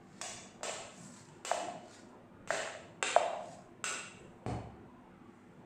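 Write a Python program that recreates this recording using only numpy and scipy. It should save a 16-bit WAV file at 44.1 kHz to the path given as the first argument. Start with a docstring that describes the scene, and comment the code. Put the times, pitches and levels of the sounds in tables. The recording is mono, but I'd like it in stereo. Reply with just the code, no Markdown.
"""Kitchen machines hum and rush, and a soft hiss swells into the first tap of a metal utensil.
It clinks on steel bowls, waking the modes of their thin metal, knocks dully on a filled one
and scrapes softly between the taps. Something is put down with a thump that makes the counter boom,
and faint rubs at a cake stand follow. The hard-walled room rings long after every blow."""
import sys
import numpy as np
from scipy import signal
from scipy.fft import rfft, irfft
from scipy.io import wavfile
from scipy.ndimage import uniform_filter1d

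SR = 44100
rng = np.random.default_rng(int(sys.argv[2]) if len(sys.argv) > 2 else 0)


def transcribe(signal):
    """Save signal, clipped to [-1, 1], as a 16-bit WAV file at the path in sys.argv[1]."""
    frames = np.atleast_2d(signal).T
    limited = np.clip(frames, -1, 1)
    pcm = np.round(limited * 32767).astype(np.int16)
    wavfile.write(sys.argv[1], SR, pcm)


N = 249165
HZ = np.fft.rfftfreq(8192, 1 / SR)  # frequency grid for every body's response


def amp(db):
    """Decibels to gain."""
    return 10 ** (np.asarray(db) / 20)


def unit_rms(x):
    """Scales to an rms of one."""
    return x / np.sqrt(np.mean(x ** 2) + 1e-20)


def curve(points, hz):
    """Reads a breakpoint curve on a log-frequency axis."""
    f, value = np.transpose(points)
    return np.interp(np.log(hz + 1), np.log(f + 1), value)


def add(mix, s, sound):
    """Mixes a stereo sound in at time s."""
    part = mix[:, round(s * SR):][:, :sound.shape[1]]
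    part += sound[:, :part.shape[1]]


def impulse(gain):
    """The minimum-phase impulse response of a body with this gain at HZ."""
    cepstrum = irfft(np.log(np.maximum(gain, 1e-5)))
    half = len(cepstrum) // 2
    folded = np.r_[cepstrum[0], 2 * cepstrum[1:half], np.zeros(half)]
    return irfft(np.exp(rfft(folded)))[:half]


def filtered(track, gain):
    """Plays a stereo track through a body with this gain at HZ."""
    return signal.oaconvolve(track, impulse(gain)[None], axes=1)[:, :N]


def bell(hz, width):
    """One resonance as a bell curve of height one."""
    return 1 / (1 + (2 * (HZ - hz) / width) ** 2)


def mode_eq(modes):
    """The boosts and cuts of a set of bell curves, in dB."""
    return sum(db * bell(hz, width) for hz, width, db in modes)


def steel_ripple(depth_db, smooth_bins):
    """Each spot wakes its own mix of sheet steel's close modes (dB); fewer bins ring longer."""
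    noise = rng.standard_normal(len(HZ))
    close = uniform_filter1d(uniform_filter1d(noise, smooth_bins), smooth_bins)
    ripple = unit_rms(close - uniform_filter1d(close, 4 * smooth_bins))
    return depth_db * (ripple - np.maximum(ripple - .6, 0) / 2 - .23)  # deep gaps, rounded tops


# stereo image of the room: f/Hz, left-right correlation
CORRELATION = [(50, 0.8), (130, 0.99), (250, 0.83), (500, 0.59), (1000, 0), (2000, 0.044), (15000, 0)]


def diffuse(size, spectrum=None):
    """Noise from all around: nearly mono in the bass, wide in the treble."""
    hz = np.fft.rfftfreq(size, 1 / SR)
    left, unrelated = np.exp(2j * np.pi * rng.random((2, len(hz))))
    alike = np.clip(curve(CORRELATION, hz), -1, 1)
    right = alike * left + np.sqrt(1 - alike ** 2) * unrelated
    gain = amp(curve(spectrum, hz)) if spectrum else 1
    return unit_rms(irfft(np.array([left, right]) * gain, size))


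# spectrum of the fans: f/Hz, relative level/dB
FAN_RUSH = [(25, -18), (75, -15), (100, -9), (130, -7), (190, 0), (270, -9), (350, -4.5), (490, -11),
            (800, -10.5), (1600, -19), (2700, -26), (5000, -41), (8000, -40), (15000, -35.5)]
# tones of the motors: f/Hz, level/dB
MOTOR_HUM = [(101, -72), (115, -72.5), (200, -76), (246.5, -65), (345, -67), (432, -77)]


def machines(rush_db=-54, waver_rad=0.41, gust_db=4.5, smooth_above_hz=900):
    """The bed: fans rush unevenly and motors hum with slowly wavering tones."""
    t, knots = np.arange(N) / SR, np.linspace(0, N / SR, num=30)
    hum = 0
    for hz, db in MOTOR_HUM:
        drift = waver_rad * np.interp(t, knots, rng.standard_normal(len(knots)))
        hum += amp(db) * np.sqrt(2) * np.sin(2 * np.pi * hz * t + drift)
    hz, _, bands = signal.stft(diffuse(N, FAN_RUSH), SR, nperseg=2048)
    gusts = uniform_filter1d(rng.standard_normal(bands.shape[1:]), size=7, axis=0)
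    gusts = unit_rms(uniform_filter1d(gusts, size=6, axis=1))
    depth_db = gust_db / np.hypot(1, hz / smooth_above_hz)  # the hiss is smoother than the rumble
    rush = unit_rms(signal.istft(bands * amp(depth_db[:, None] * gusts))[1][:, :N])
    return (amp(rush_db) * rush + hum) * amp([[-.7], [.7]])


# soft hiss swelling into the first tap, then scrapes: peak t/s, swell/s, fade/s, level/dB, rasp/dB
SWELLS = [(0.187, 0.09, 0.11, -58.5, 8), (1.04, 0.088, 0.097, -49.5, -10), (1.191, 0.064, 0.067, -53, 3.5),
          (1.946, 0.059, 0.078, -51, 6.5), (3.53, 0.12, 0.069, -54.5, 1.5), (4.2, 0.11, 0.12, -66, -18),
          (5.35, 0.092, 0.39, -75, -3)]
# tone of the scraping hiss, lifted near 9.6 kHz where the rest of the scene is already dulled: f/Hz, relative
# level/dB
SCRAPE_EQ = [(300, -27), (700, 0), (1800, 5.5), (3000, -4), (4500, 3), (6000, 3.5), (7700, 9), (8900, -0.5),
             (9600, 5.5), (11000, -3.5), (15000, -11)]


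def scraping(grit=0.37, catches_per_s=260, rasp_below_hz=5500):
    """Gritty hiss swells and fades: a lead-in to the first tap, then light friction along the bowl, and last a
    soft spatula stroke over the cake's icing."""
    t, out = np.arange(N) / SR, np.zeros((2, N))
    catches = unit_rms((rng.random(N) < catches_per_s / SR) * rng.exponential(1, N))
    hiss = rng.standard_normal((2, N)) + grit * catches
    for peak, swell_s, fade_s, db, rasp_db in SWELLS:
        rasp = rasp_db / (1 + (HZ / rasp_below_hz) ** 6)
        colour = curve(SCRAPE_EQ, HZ) + rasp + steel_ripple(depth_db=4.5, smooth_bins=14)
        envelope = np.exp(-abs(t - peak) / np.where(t < peak, swell_s, fade_s))
        out += amp(db) * envelope * unit_rms(filtered(hiss, amp(colour)))
    return out


# reverb decay of the kitchen: f/Hz, t60/s
ROOM_DECAY = [(70, 1), (150, 1), (300, 0.41), (660, 0.7), (1500, 0.49), (3000, 0.64), (5000, 0.48),
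              (8000, 0.46), (14000, 0.24)]
# slaps off its walls: delay/s, relative level/dB
WALL_ECHOES = [(.017, -25), (.041, -24), (.049, -14), (.056, -38), (.098, -16), (.17, -14.5), (.245, -18.5)]


def kitchen(blow, direct_db, lag_s, scatter, hold_s, walls_db, build_s=0.0094, scatter_s=0.0065):
    """Direct sound, a spray of echoes off counter and bowls, wall slaps, a tail that holds, then dies."""
    hz, frame_s, bands = signal.stft(diffuse(SR), SR, nperseg=256)
    decay = amp(-60 * (np.hypot(frame_s, hold_s) - hold_s) / curve(ROOM_DECAY, hz)[:, None])
    tail = signal.istft(bands * decay, SR)[1][:, :SR]
    t = np.arange(SR) / SR
    tail = unit_rms(tail * (1 - np.exp(-t / build_s))) / np.sqrt(SR)
    spray = unit_rms(rng.standard_normal((2, SR)) * np.exp(-(t / scatter_s) ** 2)) / np.sqrt(SR)
    direct = np.zeros((2, SR))
    far_side = int(lag_s > 0)  # a positive lag reaches the left first
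    direct[1 - far_side, 0] = 1
    direct[far_side, round(abs(lag_s) * SR)] = 1
    for delay, db in WALL_ECHOES:
        add(tail, delay, amp(db + walls_db) * direct)
    # long waves pass the clutter whole, short ones are scattered by it
    straight = signal.lfilter(*signal.butter(1, 3500, fs=SR), direct)
    scattered = signal.lfilter(*signal.butter(1, 3500, "high", fs=SR), spray)
    near = straight + scatter * scattered
    return signal.fftconvolve(blow[None], amp(direct_db) * near + tail, axes=1)


# hits on the filled bowl: t/s, level/dB, pitch factor, clack/dB, direct/dB
KNOCKS = [(0.2135, 7.5, 1.03, -21, -17), (0.61, -2, 0.87, -32, -2), (0.6315, 12, 1, -36, -7.5),
          (0.682, -3.5, 0.93, -10, 8), (0.6942, 0.5, 1.04, -14, 5.5), (1.5144, 20, 1.03, -16.5, 1),
          (2.5052, 17, 0.97, -1.5, 0), (3.1633, 25.5, 1.016, -25.5, 3.5)]
# modes of its damped wall: f/Hz, width/Hz, level/dB
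DAMPED_MODES = [(622, 56, 1), (686, 46, 3), (850, 150, -6.5), (1040, 120, -16)]
# clack of hard contact: f/Hz, width/Hz
CLACK_BAND = (1730, 570)


def knock(level_db, pitch, clack_db, direct_db, snap_db=-16):
    """The filling damps the bowl's wall quickly; a brief snap comes straight from the contact point."""
    wall = np.sqrt(sum(amp(db) ** 2 * bell(hz * pitch, width) for hz, width, db in DAMPED_MODES))
    clack_hz, clack_width = CLACK_BAND
    clack = amp(clack_db) / np.hypot(1, (2 * (HZ - clack_hz) / clack_width) ** 2)
    # too small for bass, too soft for treble
    radiated = 1 / np.hypot(1, (500 / (HZ + 1)) ** 6) / np.hypot(1, HZ / 2600)
    blow = amp(level_db) * impulse(np.hypot(wall, clack) * radiated)
    sound = kitchen(blow, direct_db, lag_s=0.00016, scatter=0.15, hold_s=0.18, walls_db=-1,
                    build_s=0.0009)
    snap_hz, snap_width = 1150, 900
    snap_band = 1 / np.hypot(1, (2 * (HZ - snap_hz) / snap_width) ** 2)
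    snap = amp(level_db + snap_db) * impulse(radiated * snap_band)
    add(sound, 0, np.array([snap, np.roll(snap, shift=6)]))
    return sound * amp([[.8], [-.8]])


# utensil hits on steel: t/s, level/dB, heft/dB, top treble/dB, direct/dB, scatter gain, part struck
CLINKS = [(0.2136, -1.5, -6, -1, -8.5, 2.3, "rim"), (0.6314, 0, 6, -3, -16, 2.8, "wall"),
          (0.64, -18, 2, -3, 0, 2.2, "wall"), (0.6938, -22, 10.5, 2, 4, 1.1, "wall"),
          (1.287, -27.5, 8, -8, -6, 1.4, "wall"), (1.4494, 0.06, 5.5, 2.5, -9, 1.2, "wall"),
          (2.475, -9.5, 8.5, 6, -7.5, 0.49, "wall"), (2.5058, -1, 8.5, -4, -11.5, 1, "wall"),
          (3.0267, 2.5, 9, -12, -1, 0.61, "base"), (3.8409, 1, 1, 2, -6.5, 0.98, "blade")]
# tone of a light tap: f/Hz, level/dB
TAP_EQ = [(60, -28), (290, -17.5), (400, 0), (650, 0.5), (1000, -5), (1550, 0.5), (2800, -1.5),
          (4700, -4.5), (5600, -3), (6400, -1.5), (7700, 4.5), (8700, -4.5), (11000, -8.5)]
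# resonances of the bowl's rim, wall and base and of the utensil's blade: f/Hz, width/Hz, boost/dB
STEEL_MODES = {"rim": [(1103, 170, 16), (1512, 89, 0), (1754, 430, 7.5), (1901, 47, 3), (2270, 110, 3.5),
               (2680, 490, 22.5), (3000, 51, 12.5), (3560, 530, 20.0), (4380, 200, 11.5), (4830, 120, 17.5),
               (5200, 51, -6), (5339, 63, 10), (5450, 41, 5.9), (5740, 110, 8), (5990, 190, 13),
               (6570, 101, 14), (6930, 115, 5), (7300, 50, 4), (7620, 483, 17.5), (8400, 790, 7.5)],
               "wall": [(1092, 150, 8.5), (1296, 73, 9.5), (1790, 85, 6.5), (2050, 78, 5), (2650, 140, 5.5),
               (2960, 22, 12.5), (3570, 42, 6.5), (4270, 250, 7), (5064, 610, 3.1), (5860, 67, 5),
               (6420, 79, 9), (7160, 86, 6), (7470, 410, 4), (8370, 170, 4), (8600, 284, 5)],
               "base": [(333, 29, 4), (1035, 250, 14), (1530, 130, 4), (1991, 43, 5), (2370, 120, 6),
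               (2760, 230, 8), (3270, 340, 9), (3760, 493, 7.5), (4440, 43, 11), (4870, 51, 17),
               (5170, 270, 18.5), (5260, 80, 13), (6390, 199, 22), (7200, 650, 7), (8740, 630, 6.5)],
               "blade": [(1140, 49, 6), (1406, 460, 15.5), (1730, 120, 13), (2293, 390, 5.6),
               (2693, 260, 15), (3356, 220, 4.4), (3780, 330, 6.5), (4030, 40, 4.2), (5180, 660, 12),
               (6151, 287, 9.5), (7600, 210, 7), (8160, 580, 8.5), (8600, 71, 10)]}
# deep gaps between each tap's ringing partials, by part: f/Hz, width/Hz, gain/dB
GAPS = {"rim": [(1410, 61, -20), (2580, 79, -22), (2745, 100, -12.5), (3120, 290, -21), (3520, 85, -13),
        (3690, 133, -17.7), (4140, 161, -7), (4620, 244, -16), (7544, 230, -23), (8080, 410, -13.5)],
        "wall": [(1220, 67, -7.0), (1750, 640, -5.5), (2180, 51, -4), (4280, 40, -12), (5520, 330, -2)],
        "base": [(668, 61, -15), (1020, 150, -16.6), (1760, 71, -11.0), (2968, 110, -6), (3320, 120, -17.5),
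        (5200, 490, -21), (6430, 320, -15), (7000, 82, -12.2)], "blade": [(1710, 166, -16), (1920, 97, 0),
        (4686, 40, -7.5), (5320, 500, -8.5), (5669, 58, -8)]}
# lightly damped partials, by part: f/Hz, level/dB, t60/s
RING_PARTIALS = {"rim": [(2645, -59, 0.55), (2685, -61, 0.5), (3400, -60, 0.45), (3580, -60, 0.45),
                 (4360, -63, 0.45), (4880, -62, 0.45), (5480, -64, 0.45), (5780, -62, 0.45),
                 (6820, -60, 0.45)], "wall": [(2673, -61, 0.7), (2810, -60, 0.7), (2988, -57, 0.7),
                 (7574, -61, 0.5), (7662, -62, 0.5)], "base": [(2810, -62, 0.55)],
                 "blade": [(2640, -60, 0.85), (2700, -60, 0.85), (7660, -55, 0.55)]}
# how long the reverb holds up, by part: hold/s
REVERB_HOLD = {"rim": 0.19, "wall": 0.2, "base": 0.16, "blade": 0.14}


def clink(level_db, heft_db, top_db, direct_db, scatter, part):
    """Metal on metal: heft drives the low modes, hard contact the top treble; a few partials sing on."""
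    low_shelf = 1 / (1 + (HZ / 3720) ** 4)
    top_shelf = 1 - 1 / (1 + (HZ / 10700) ** 20)
    contact = curve(TAP_EQ, HZ) + heft_db * low_shelf + top_db * top_shelf
    modes = mode_eq(STEEL_MODES[part] + GAPS[part]) + steel_ripple(depth_db=2.7, smooth_bins=9)
    blow = impulse(amp(level_db + contact + modes))
    travel_s = 0.000478  # of a 1 kHz bending wave through the steel; higher ones arrive sooner
    dispersion = np.exp(-4j * np.pi * travel_s * np.sqrt(1000 * HZ))
    blow = irfft(rfft(blow, 2 * len(blow)) * dispersion)[:len(blow)]
    sound = kitchen(blow, direct_db, lag_s=-.0001, scatter=scatter, hold_s=REVERB_HOLD[part],
                    walls_db=-19, scatter_s=0.0045)
    t = np.arange(sound.shape[1]) / SR
    ring = sum(amp(db - 60 * t / t60) * np.sin(2 * np.pi * hz * t + rng.uniform(-1.4, 1, (2, 1)))
               for hz, db, t60 in RING_PARTIALS[part])
    return (sound + amp(level_db) * ring) * amp([[-.9], [.9]])


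# something put down on the counter: t/s, blow level/dB, direct/dB
THUMP = (4.4634, 9, -6.5)
# tone of the counter: f/Hz, level/dB
COUNTER_EQ = [(25, -33), (50, -23), (75, 1), (118, 6), (150, 4), (250, 4), (450, -5), (760, 0.5),
              (1100, -7.5), (2500, -24), (5000, -29), (8000, -22), (15000, -41)]
# ring of its steel top: f/Hz, width/Hz, gain/dB
COUNTER_RING = [(408, 120, 7.5), (736, 120, 5.5), (940, 51, -7), (1720, 190, 3.5), (2360, 610, 10.5),
                (2990, 91, 11), (3700, 270, 3), (4370, 150, 15), (5000, 170, 10), (5950, 120, 4)]
# its booming low modes: f/Hz, level/dB, t60/s
COUNTER_BOOM = [(68.1, -43, 1.0), (101.5, -36, 0.6), (114.8, -32, 0.6)]


def thump(blow_db, direct_db, attack_s=0.016):
    """The broad counter top booms under a soft blow."""
    t = np.arange(SR) / SR
    boom = sum(amp(db - 60 * t / t60) * np.sin(2 * np.pi * hz * t) for hz, db, t60 in COUNTER_BOOM)
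    boom *= 1 - np.exp(-t / attack_s)
    blow = amp(blow_db) * impulse(amp(curve(COUNTER_EQ, HZ) + mode_eq(COUNTER_RING)))
    impact = kitchen(blow, direct_db, lag_s=-.00005, scatter=0.64, hold_s=0.059, walls_db=-20)
    return boom - impact[:, :SR]


# rubs at the cake stand: t/s, level/dB
RUBS = [(5.06, -57), (5.27, -73), (5.62, -60.5)]
# their resonance: f/Hz, width/Hz
RUB_BAND = (870, 250)


def rubbing(fade_s=0.032):
    """Faint, dull rubs as the cake is worked on: noise in one midrange resonance swells and fades."""
    t = np.arange(N) / SR
    rub = unit_rms(filtered(diffuse(N), bell(*RUB_BAND)))
    return rub * sum(amp(db) * np.exp(-((t - s) / fade_s) ** 2) for s, db in RUBS)


def scene():
    """All hits over the bed of machines, scrapes and rubs."""
    mix = machines() + scraping() + rubbing()
    for s, *hit in CLINKS:
        add(mix, s, clink(*hit))
    for s, *hit in KNOCKS:
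        add(mix, s, knock(*hit))
    add(mix, THUMP[0], thump(*THUMP[1:]))
    return mix


# response of a small microphone: f/Hz, gain/dB
MIC_EQ = [(20, -1), (8400, -2), (9100, -2.5), (9700, -16), (10300, -18.5), (15500, -16.5)]


def record(dry, hiss_db=-91, cutoff_hz=15550):
    """A small microphone dulls the top treble and adds faint hiss; a steep low-pass ends the band."""
    heard = filtered(dry, amp(curve(MIC_EQ, HZ))) + amp(hiss_db) * rng.standard_normal((2, N))
    low_pass = signal.firwin(511, cutoff_hz, window=("kaiser", 9), fs=SR)
    return signal.oaconvolve(heard, low_pass[None], "same")


dry = scene()
out = record(dry)
transcribe(out)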